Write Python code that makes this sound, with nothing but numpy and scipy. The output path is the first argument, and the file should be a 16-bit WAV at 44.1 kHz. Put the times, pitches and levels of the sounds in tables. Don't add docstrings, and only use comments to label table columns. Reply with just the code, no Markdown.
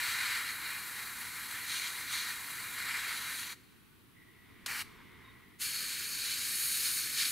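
import sys
import numpy as np
from scipy import signal
from scipy.fft import rfft, irfft, next_fast_len
from scipy.io import wavfile
from scipy.ndimage import uniform_filter1d, map_coordinates

SR = 44100
rng = np.random.default_rng(int(sys.argv[2]) if len(sys.argv) > 2 else 0)


def gain_from_decibels(decibels):
    exponent = np.asarray(decibels, float) / 20
    return 10 ** exponent


def unload_audio(sound):
    columns = np.transpose(np.atleast_2d(sound))
    steps = np.round(np.clip(columns, -1, 1) * 32767)
    wavfile.write(sys.argv[1], SR, steps.astype(np.int16))


N = 322371

# [opens/s, rise/s, shuts/s, fall t60/s, seep level/dB, seep t60/s]
TRIGGER = [
    (-1, .01, 3.528, .075, -22, 2.6),
    (4.654, .03, 4.82, .045, -18, .4),
    (5.582, .034, 9, .1, -30, 1),
]
FREE_DB = [-41.1, -37.2, -35.4]
# [f/Hz, density/dB per Hz]
JET_FLAT = [(350, -14.9), (1000, -16.3), (1900, -2.2), (2700, -10.6), (5400, -15.3), (9000, -11.7),
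            (13000, -10.6), (15700, -19.4)]
# [f/Hz, density/dB per Hz]
JET_TURNING = [(350, -14.5), (1000, -6.6), (1900, 0.7), (2700, 1.6), (5400, -13.7), (9000, -13.6),
               (13000, -14.3), (15700, -17.4)]
# [f/Hz, density/dB per Hz]
JET_TILTED = [(350, -15.1), (1000, -19.2), (1900, -5.2), (2700, -12.1), (5400, -20.8), (9000, -10.2),
              (13000, -8.6), (15700, -19.7)]
# [f/Hz, width/Hz, level/dB]
HELD_FLAT = [(610.0, 190.0, -7.7), (990.0, 160.0, 7.7), (1350.0, 420.0, 5.6), (2130.0, 120.0, 4.6),
             (2390.0, 130.0, 6.7), (2590.0, 90.0, -5.5), (2840.0, 150.0, 14.0), (2860.0, 170.0, -13.5),
             (3600.0, 120.0, -4.1), (3890.0, 160.0, 8.3), (4300.0, 450, 8), (5120.0, 70.0, -5.9),
             (5640.0, 130.0, -4.0), (12270.0, 420.0, -3.7)]
# [f/Hz, width/Hz, level/dB]
HELD_TURNING = [(630.0, 350.0, -11.5), (2630.0, 220.0, -5.1), (3410.0, 900.0, -12.2), (4440.0, 880.0, 5.7),
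                (7540.0, 700.0, -11.6), (7620.0, 420.0, 14.0), (8330.0, 260.0, 3.9), (11140.0, 900.0, 5.0),
                (15150.0, 190.0, -5.1)]
# [f/Hz, width/Hz, level/dB]
HELD_TILTED = [(710.0, 450.0, -14.0), (1940.0, 240.0, -7.0), (2380.0, 120.0, 5.6), (3030.0, 80.0, 5.2),
               (3920.0, 320.0, 9.8), (4380.0, 240, 15.5), (5100.0, 770.0, 14.0), (5120.0, 130.0, -10.2),
               (6480.0, 900.0, 7.4), (6920.0, 100.0, 7.4), (8350.0, 120.0, 6.1), (9390.0, 160.0, 5.2),
               (12280.0, 140.0, -6.5), (12860.0, 320.0, -6.8)]
# [t/s, length/s, flat level/dB, ridge level/dB]
CROSSINGS = [(-0.1, 0.26, 6.6, 1.8), (0.16, 0.22, 7.5, 0.4), (0.38, 0.14, 5.5, -0.8),
             (0.52, 0.09, 1.3, -1.6), (0.61, 0.18, 3.2, -1.5), (0.95, 0.08, 1.3, 0.2),
             (1.5, 0.18, 0.4, 1.5), (1.68, 0.21, 1.2, 8.1), (1.89, 0.21, 0.6, 2.0), (2.1, 0.13, 1.5, 7.8),
             (2.23, 0.1, 1.8, 3.5), (2.77, 0.1, 4.4, -0.6), (2.87, 0.13, 6.9, -0.2), (3, 0.15, 4.5, 1.1),
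             (3.15, 0.2, 1.2, 3.1), (3.35, 0.2, -1.5, 5.7), (4.795, 0.05, -1.6, 4.3), (5.6, 0.17, 0.4, 0.4),
             (5.88, 0.08, 0.3, 1.5), (6.07, 0.04, -1.2, -2.2), (6.2, 0.25, 1, 0.8), (6.7, 0.08, 0.7, 2.0),
             (6.81, 0.09, 2.1, 1.5), (6.97, 0.07, -0.6, 1.2), (7.17, 0.11, 4.4, 2.4)]
# [t/s, level/dB]
NEEDLE = [(0, 2.8), (0.1, 2.4), (0.55, -0.0), (3.41, 0.0), (3.48, -4.3), (5.62, 0.2), (5.86, -3.8),
          (6.35, -2.3), (6.5, 1.0), (6.57, 3.1), (6.96, 3.3), (7.05, -1.4), (7.13, -0.6), (7.31, 1.6)]
# [f/Hz, share]
FLAT_SHARE = [(500, 0.26), (1800, 1.21), (2900, 1.14), (5500, 0.87), (6400, 0.24), (7800, 0.71),
              (9200, 0.24), (15700, -0.01)]
# [f/Hz, share]
RIDGE_SHARE = [(600, -0.01), (2400, 0.34), (3700, 1.25), (5200, 0.66), (6000, 1.26), (8000, 0.42),
               (9300, 0.75), (11000, 0.23)]
# [f/Hz, share]
PAINT_SHARE = [(1500, 0.0), (3500, 0.18), (7500, 0.6), (9000, 0.96), (12400, 1.14), (13000, 0.5),
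               (14400, 1.68), (15700, 0.66)]
# [f/Hz, level/dB]
GLINT = [(3000, -40), (6000, -16), (9000, -9), (13000, -6), (16000, -5)]
# [f/Hz, level/dB]
SPREAD = [(600, -6), (1300, -20), (2000, -21), (2800, -12), (4500, -14), (7000, -23), (10800, -14),
          (15000, -10)]
# [f/Hz, t60/s]
BENCH = [(500, .4), (1200, .45), (3000, .55), (5000, .7), (12000, .4)]
# [t/s, level/dB]
LOAD = [(0, .5), (.6, -1.5), (1.7, -2), (2.9, .5), (3.52, -2), (3.62, -12), (4.13, -14), (4.2, -10),
        (4.4, -9), (4.5, -3.5), (4.75, 2), (5.3, .3), (5.5, -6), (5.58, -10), (5.68, 0), (7.31, 2)]
# [f/Hz, density/dB per Hz]
RUMBLE = [(20, -13), (108, 1), (160, -5), (230, -3), (430, -8), (560, -21), (900, -34), (1400, -70)]
# [f/Hz, width/Hz, level/dB]
HOUSING = [(1930, 95, 0), (2125, 110, -6)]
# [t/s, rise/s, level/dB]
BUZZ = (4.14, .02, -67.5)
# [f/Hz, level/dB]
WHINE = (689, -85)
# [f/Hz, density/dB per Hz]
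INTAKE = [(600, -60), (1300, -24), (2150, 1), (2600, -11), (3750, -12), (4300, -19), (8000, -32),
          (15000, -36)]
# [f/Hz, density/dB per Hz]
COVER = [(400, -50), (600, -22), (850, -11), (1050, 0), (1250, -5), (1700, -6), (2200, -20), (3500, -60)]
# [f/Hz, density/dB per Hz]
AIR = [(20, -20), (60, -8), (110, -3), (200, -5), (300, -6), (420, -12), (560, -28), (900, -60)]
# [f/Hz, density/dB per Hz]
FLOOR = [(400, -20), (700, -13), (1100, -5), (2500, -7), (3800, -10), (5000, -17), (7000, -20.5),
         (9500, -14)]
# [t/s, length/s, start f/Hz, end f/Hz, level/dB]
SQUEAKS = [
    (3.905, .04, 1500, 1480, -68),
    (5.236, .04, 3760, 3750, -63),
    (5.27, .045, 3750, 3720, -60),
    (5.27, .024, 1060, 1050, -57),
]
# [t/s, level/dB, t60/s]
POP = (4.6605, -27, .045)

SWEEP_S = .05
JET_LOW_HZ = 520
SHAFT_HZ, REFILL_ENDS_S = 59.06, 5.6
HUM_DB, INTAKE_DB, COVER_DB = -63, -63, -65.5
HUM_GROWS, INTAKE_GROWS, COVER_GROWS = .9, .9, 1.3
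AIR_DB, FLOOR_DB = -66.3, -66.7
TOP_HZ = 15730


def along(points, hz):
    f, v = np.transpose(points)
    return np.interp(np.log(hz + 1), np.log(f + 1), v)


def unit(x):
    return x / np.sqrt(np.mean(x ** 2) + 1e-20)


def wobble(rate_hz):
    knots = rng.standard_normal(int(N * rate_hz / SR) + 4)
    return map_coordinates(knots, [np.arange(N) * rate_hz / SR])


def filtered(x, response):
    n = x.shape[-1]
    m = next_fast_len(n + 4096, True)
    return irfft(rfft(x, m) * response(np.fft.rfftfreq(m, 1 / SR)), m)[..., :n]


def resonance(modes, f):
    total = 0
    for k, (centre, width, db) in enumerate(modes):
        damping = 1j * f * width
        total = total + (-1) ** k * gain_from_decibels(db) * damping / (centre ** 2 - f ** 2 + damping)
    return total


def patchy(size, patchy_db):
    z = signal.stft(rng.standard_normal(size), nperseg=512)[2]
    field = uniform_filter1d(rng.standard_normal(z.shape), 5, 0)
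    field = uniform_filter1d(field, 12, 1)
    return signal.istft(z * gain_from_decibels(patchy_db * unit(field)), nperseg=512)[1][:size]


def pair(spectrum, side_db):
    mid, side = filtered(rng.standard_normal((2, N)), lambda hz: gain_from_decibels(along(spectrum, hz)))
    side = gain_from_decibels(side_db) * side
    return np.array([mid + side, mid - side]) / np.std(mid)


def valve(opens, rise, shuts, fall, seep_db, seep):
    t = np.arange(N) / SR
    after = np.maximum(t - shuts, 0)
    emptying = gain_from_decibels(-60 * after / fall)
    seeping = gain_from_decibels(seep_db - 60 * after / seep)
    return np.clip((t - opens) / rise, 0, 1) ** 2 * np.maximum(emptying, seeping)


def aimed(x):
    hz, t, z = signal.stft(x, SR, nperseg=256)

    def slide(s):
        return np.clip((t - s) / SWEEP_S + .5, 0, 1)

    flat_db, ridge_db = np.zeros(len(t)), np.zeros(len(t))
    for s, length, flat, ridge in CROSSINGS:
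        on_part = slide(s) - slide(s + length)
        flat_db += flat * on_part
        ridge_db += ridge * on_part
    paint_db = np.interp(t, *np.transpose(NEEDLE))
    change_db = np.outer(along(FLAT_SHARE, hz), flat_db)
    change_db += np.outer(along(RIDGE_SHARE, hz), ridge_db)
    change_db += np.outer(along(PAINT_SHARE, hz), paint_db)
    return signal.istft(z * gain_from_decibels(change_db), SR, nperseg=256)[1][:N]


def spray():
    out = np.zeros(N)
    colours = [JET_FLAT, JET_TURNING, JET_TILTED]
    held = [HELD_FLAT, HELD_TURNING, HELD_TILTED]
    for free_db, trigger, colour, cavities in zip(FREE_DB, TRIGGER, colours, held):
        start = max(0, round(trigger[0] * SR))
        stop = min(N, round(trigger[2] * SR) + SR // 2)

        def shape(f):
            db = along(colour, f)
            for hz, width, peak_db in cavities:
                db = db + peak_db / (1 + (2 * (f - hz) / width) ** 2)
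            return gain_from_decibels(db) / np.hypot(1, (JET_LOW_HZ / (f + 1)) ** 4)

        jet = filtered(patchy(stop - start, patchy_db=.9), shape)
        out[start:stop] += gain_from_decibels(free_db) * unit(jet) * valve(*trigger)[start:stop]
    flutter_db = .5 * wobble(14) + .6 * wobble(90)
    return aimed(out) * gain_from_decibels(flutter_db)


def hands(x):
    t = np.arange(SR // 20) / SR
    glints = rng.standard_normal((2, len(t))) * gain_from_decibels(-60 * t / .06) * np.clip(t / .002, 0, 1)
    both = signal.oaconvolve(x[None], glints / np.linalg.norm(glints[0]), axes=1)[:, :N]
    mid, side = filtered(both, lambda f: gain_from_decibels(np.array([along(GLINT, f), along(SPREAD, f)])))
    return np.array([mid + side, mid - side])


def bench(x):
    hz, t, z = signal.stft(rng.standard_normal((2, SR // 2)), SR, nperseg=256)
    decay = gain_from_decibels(-60 * t / along(BENCH, hz)[:, None])
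    tail = signal.istft(z * decay, SR, nperseg=256)[1]
    tail[1] = .7 * tail[0] + .7 * tail[1]
    return signal.fftconvolve(x[None], tail / np.linalg.norm(tail[0]), axes=1)[:, :N]


def compressor():
    t = np.arange(N) / SR
    load_db = np.interp(t, *np.transpose(LOAD))
    lines = gain_from_decibels(-16) * np.sin(2 * np.pi * SHAFT_HZ * t)
    lines += gain_from_decibels(-10 + 2 * wobble(6)) * np.sin(4 * np.pi * SHAFT_HZ * t)
    hum = gain_from_decibels(HUM_DB + HUM_GROWS * load_db) * (pair(RUMBLE, side_db=-2.5) + lines)
    hum = hum * gain_from_decibels([[-.7], [.7]])

    starts, rise, buzz_db = BUZZ
    refill = np.clip((t - starts) / rise, 0, 1) * (t < REFILL_ENDS_S)
    taps = np.diff(np.floor(SHAFT_HZ * t), prepend=0) * gain_from_decibels(1.8 * wobble(40))
    taps = unit(taps) + .65 * rng.standard_normal(N)
    buzz = unit(filtered(taps, lambda f: resonance(HOUSING, f) ** 2))
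    buzz = gain_from_decibels(buzz_db) * refill * buzz
    whine_hz, whine_db = WHINE
    whine = gain_from_decibels(whine_db) * refill * np.sin(2 * np.pi * whine_hz * t + 1.9 * wobble(10))

    intake = refill * gain_from_decibels(INTAKE_DB + INTAKE_GROWS * load_db) * pair(INTAKE, side_db=-14)
    cover_db = COVER_DB + COVER_GROWS * load_db + 1.5 * wobble(25)
    cover = refill * gain_from_decibels(cover_db) * pair(COVER, side_db=-12)
    return hum + buzz + whine + intake + cover


def room():
    return gain_from_decibels(AIR_DB) * pair(AIR, side_db=-1.5) + gain_from_decibels(FLOOR_DB) * pair(FLOOR, side_db=-2.5)


def squeaks():
    t, out = np.arange(N) / SR, np.zeros(N)
    for s, length, from_hz, to_hz, db in SQUEAKS:
        u = np.clip((t - s) / length, 0, 1)
        phase = 2 * np.pi * np.cumsum(from_hz + (to_hz - from_hz) * u) / SR
        out += gain_from_decibels(db + 1.2 * wobble(45)) * np.sin(np.pi * u) * np.sin(phase)
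    return out


def pop():
    s, db, t60 = POP
    u = np.maximum(np.arange(N) / SR - s, 0)

    def bright(f):
        low_cut = f ** 2 / (f ** 2 + 1200 ** 2)
        return low_cut / np.hypot(1, f / 4500) / np.hypot(1, (f / 12000) ** 5)

    puff = unit(filtered(rng.standard_normal(N), bright))
    return gain_from_decibels(db - 60 * u / t60) * (1 - np.exp(-u / .0012)) * puff


def scene():
    jet = spray() + pop()
    near = gain_from_decibels(-1.1) * (jet * gain_from_decibels([[.3], [-.3]]) + hands(jet))
    return near + gain_from_decibels(-20) * bench(jet) + compressor() + squeaks() + room()


def top_cut(x):
    return signal.sosfilt(signal.butter(12, 16200, fs=SR, output="sos"), x)


def record(dry):
    mix = filtered(dry, lambda hz: hz < TOP_HZ)
    return top_cut(mix)


dry = scene()
out = record(dry)
unload_audio(out)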